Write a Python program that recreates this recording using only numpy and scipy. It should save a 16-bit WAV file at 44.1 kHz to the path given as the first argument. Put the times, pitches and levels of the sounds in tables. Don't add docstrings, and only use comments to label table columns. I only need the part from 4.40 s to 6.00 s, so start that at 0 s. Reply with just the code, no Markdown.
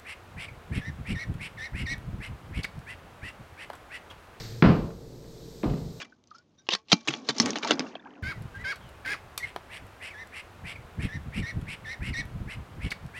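import sys
import numpy as np
from scipy import signal
from scipy.fft import rfft, irfft
from scipy.io import wavfile
from scipy.ndimage import uniform_filter1d

SR = 44100
rng = np.random.default_rng(int(sys.argv[2]) if len(sys.argv) > 2 else 0)


def dump_mix(stems):
    frames = np.atleast_2d(stems).T
    limited = np.clip(frames, -1, 1)
    pcm = np.round(limited * 32767).astype(np.int16)
    wavfile.write(sys.argv[1], SR, pcm)


N = 70560

# t/s, level/dB, lowest f/Hz and highest f/Hz that the contact excites
LANDINGS = [(0.2244, 2, 146, 491), (0.2446, -0.5, 210, 434), (.274, -2.5, 50, 274), (0.2969, -1, 98, 134),
            (.440, -18, 69, 173), (.835, -42, 170, 179), (1.2351, -5.5, 280, 447), (1.259, -10.5, 36, 136),
            (1.311, -7.5, 88, 153), (1.385, -23, 79, 220), (1.418, -12.5, 74, 90), (1.463, -23.5, 67, 168)]
# f/Hz, level/dB, t60/s
SHELL_MODES = [(98, -5.5, 0.1), (142, -4.5, 0.37), (166.97, 2, 0.31), (204.6, -5, 0.31),
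               (257.8, -9.5, 0.28), (304.6, -10, 0.31), (337, -8, 0.12), (416.7, -24, 0.48),
               (448, -21.5, 0.21), (497.2, -20, 0.35), (687, -20, 0.33), (899, -22, .38), (1083, -10, .3),
               (1216.4, -3, 0.17), (1388, -3.5, 0.11), (2110, 2, 0.033)]
SHELL_DB = -12.5


def shell(t):
    ring = modes(SHELL_MODES, t)
    landings = 0
    for start, db, low_hz, high_hz in LANDINGS:
        landings = landings + undb(db) * delayed(contact(ring, low_hz, high_hz), start)
    return undb(SHELL_DB) * landings


# f/Hz, level/dB per Hz
WALL_COLOUR = [(30, 2), (90, -25), (170, 9.5), (320, 6.5), (560, -3.5), (1100, 1), (2200, -27.5),
               (5000, -23)]
WALLS_DB, WALLS_DECAY_S = -13.5, 0.042


def walls(t):
    fade = np.exp(-t / WALLS_DECAY_S)
    landings = 0
    for start, db, low_hz, high_hz in LANDINGS:
        shudder = noise(WALL_COLOUR) * fade
        landings = landings + undb(db) * delayed(contact(shudder, low_hz, high_hz), start)
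    return undb(WALLS_DB) * landings


# t/s, level/dB, lowest f/Hz, highest f/Hz, crunch length/s
EDGE_CONTACTS = [(0.2238, 0, 470, 4820, 0.0029), (0.504, -40.5, 930, 2940, 0.0077),
                 (0.843, -38, 1580, 1900, 0.003), (1.232, -22.5, 403, 4540, 0.0025),
                 (1.2405, -16.5, 3200, 8950, 0.0055), (1.297, -22, 3000, 9000, 0.0067),
                 (1.336, -32, 352, 2370, 0.0034), (1.38, -25, 3730, 9000, 0.0049)]
# f/Hz, level/dB per Hz
EDGE_COLOUR = [(200, -11.5), (600, -9), (950, -6.5), (1230, 12), (1600, 2), (2050, 1.5), (2450, -5),
               (3300, -10.5), (5000, -21.5), (7500, -33.5), (11000, -46)]
# f/Hz, level/dB per Hz
EDGE_HALL_COLOUR = [(300, 3), (800, -4.5), (1250, -0.5), (1800, -4.5), (2600, -9), (3500, -16),
                    (5000, -19.5), (7000, -40), (11000, -53.5)]
KNOCK_DB, CRUNCH_DB, EDGE_TO_HALL_DB = 6, -12.5, 10.5


def edges(t):
    knock = undb(KNOCK_DB) * click(EDGE_COLOUR)
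    spread = undb(EDGE_TO_HALL_DB) * click(EDGE_HALL_COLOUR)
    direct = to_hall = 0
    for start, db, low_hz, high_hz, length in EDGE_CONTACTS:
        swell = 2 * t / length * np.exp(1 - 2 * t / length)
        crunch = undb(CRUNCH_DB) * noise(EDGE_COLOUR) * swell
        direct = direct + undb(db) * delayed(contact(knock + crunch, low_hz, high_hz), start)
        to_hall = to_hall + undb(db) * delayed(contact(spread, low_hz, high_hz), start)
    return direct, to_hall


# t/s, peak level/dB, length/s
WALL_HEAVES = [(0.246, -21, 0.051), (.37, -34, 0.11), (1.258, -26.5, 0.089), (1.391, -39.5, .11)]
HEAVE_HZ = 43


def heaves(t):
    swing = np.sin(2 * np.pi * HEAVE_HZ * t)
    total = 0
    for start, db, length in WALL_HEAVES:
        envelope = np.sin(np.pi * np.minimum(t / length, 1))
        total = total + undb(db) * delayed(swing * envelope, start)
    return total


# f/Hz, level/dB per Hz
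SLIDE_COLOUR = [(40, 14), (100, 6), (250, 9), (500, 1), (900, -4), (2000, -0.5), (3000, -7), (4300, 3.5),
                (6000, -6), (8000, -22.5), (11000, -37), (12500, -19.5), (15500, -21)]
SLIDE_DB, SLIDE_FADE_S, SLIDE_GRAIN_DB = -41, 0.12, 1
DRONE_HZ, DRONE_WAVER_HZ, DRONE_DB, DRONE_END_S = 117.6, 13, -41, .3


def slide(t):
    grain = unit(uniform_filter1d(rng.standard_normal(N), size=200))
    scrape = noise(SLIDE_COLOUR) * undb(SLIDE_DB + SLIDE_GRAIN_DB * grain) * np.exp(-t / SLIDE_FADE_S)
    waver = unit(uniform_filter1d(rng.standard_normal(N), size=900))
    phase = 2 * np.pi * np.cumsum(DRONE_HZ + DRONE_WAVER_HZ * waver) / SR
    drone = unit(np.sin(phase))
    swell = np.sqrt(np.abs(np.sin(np.pi * np.minimum(t / DRONE_END_S, 1))))
    return scrape + undb(DRONE_DB) * drone * swell


# f/Hz, t60/s
HALL_DECAY = [(60, 0.85), (200, 0.21), (600, 0.76), (1500, 0.31), (4000, .48), (10000, 0.49)]
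HALL_DELAY_S, HALL_BUILD_S = 0.002048, .014


def hall(x, t):
    tail, f = 0, freqs()
    white = rfft(rng.standard_normal(N))
    for hz in 2. ** np.arange(5, 15):
        band_gain = np.maximum(1 - np.abs(np.log2(f / hz)), 0)
        band = irfft(white * band_gain, N)
        tail = tail + band * undb(-60 * t / along(HALL_DECAY, hz))
    tail = delayed(tail * (1 - np.exp(-t / HALL_BUILD_S)), HALL_DELAY_S)
    return signal.fftconvolve(x, unit(tail) / np.sqrt(N))[:N]


# f/Hz, rms level/dB
MACHINE_HUM = [(59.2, -57.5), (118.4, -53.5), (349.9, -62), (400, -61.5), (452.2, -55)]
# f/Hz, level/dB per Hz
RUMBLE_COLOUR = [(20, -6), (45, -2.5), (85, -15), (140, 0), (220, -8), (330, -6.5), (500, -9), (660, -18.5),
                 (1200, -27.5), (2600, -37.5), (6000, -44.5)]
RUMBLE_DB = -47
# f/Hz, level/dB per Hz
HISS_COLOUR = [(1000, -5), (2800, -7), (4000, 4.5), (5500, 1), (8000, -3.5), (9800, -15), (11200, -27),
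               (12300, -3.5), (15500, -20)]
# t/s, rms level/dB
HISS_COURSE = [(0, -50.5), (.25, -57), (.55, -62), (.75, -61.5), (1.1, -56), (1.6, -57.5)]


def workshop(t):
    hum = 0
    for hz, db in MACHINE_HUM:
        tone = np.sin(2 * np.pi * (hz * t + rng.random()))
        hum = hum + np.sqrt(2) * undb(db) * tone
    hiss = noise(HISS_COLOUR) * undb(np.interp(t, *np.array(HISS_COURSE).T))
    return hum + undb(RUMBLE_DB) * noise(RUMBLE_COLOUR) + hiss


def undb(db):
    return 10 ** (np.asarray(db) / 20)


def unit(x):
    return x / np.sqrt(np.mean(x ** 2))


def freqs():
    return np.maximum(np.arange(N // 2 + 1) * SR / N, 1)


def along(points, hz):
    f, v = np.array(points, float).T
    return np.interp(np.log(hz), np.log(f), v)


def noise(points):
    white = rfft(rng.standard_normal(N))
    return unit(irfft(white * undb(along(points, freqs())), N))


def modes(table, t):
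    return sum(undb(db - 60 * t / t60) * np.sin(2 * np.pi * hz * t) for hz, db, t60 in table)


def click(points):
    cepstrum = irfft(np.log(undb(along(points, freqs()))), N)
    cepstrum[N // 2:] = 0
    return unit(irfft(np.exp(2 * rfft(cepstrum)), N)) / np.sqrt(N)


def soften(x, hz):
    return signal.sosfilt(signal.butter(2, min(hz, .45 * SR), fs=SR, output="sos"), x)


def contact(x, low_hz, high_hz):
    high_pass = signal.butter(3, low_hz, "high", fs=SR, output="sos")
    return signal.sosfilt(high_pass, soften(x, high_hz))


def delayed(x, start):
    return np.concatenate([np.zeros(max(int(start * SR), 0)), x])[:N]


SHELL_TO_HALL_DB, WALLS_TO_HALL_DB = -11.5, -4


def scene():
    t = np.arange(N) / SR
    ring, body = shell(t), walls(t)
    crack, crack_to_hall = edges(t)
    to_hall = undb(SHELL_TO_HALL_DB) * ring + undb(WALLS_TO_HALL_DB) * body + crack_to_hall
    echo = hall(to_hall, t)
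    return (ring + body + crack + heaves(t) + slide(t) + echo + workshop(t))[None]


TOP_HZ = 15700


def record(dry):
    return signal.sosfilt(signal.ellip(10, .2, 90, TOP_HZ, fs=SR, output="sos"), dry)


dry = scene()
out = record(dry)
dump_mix(out)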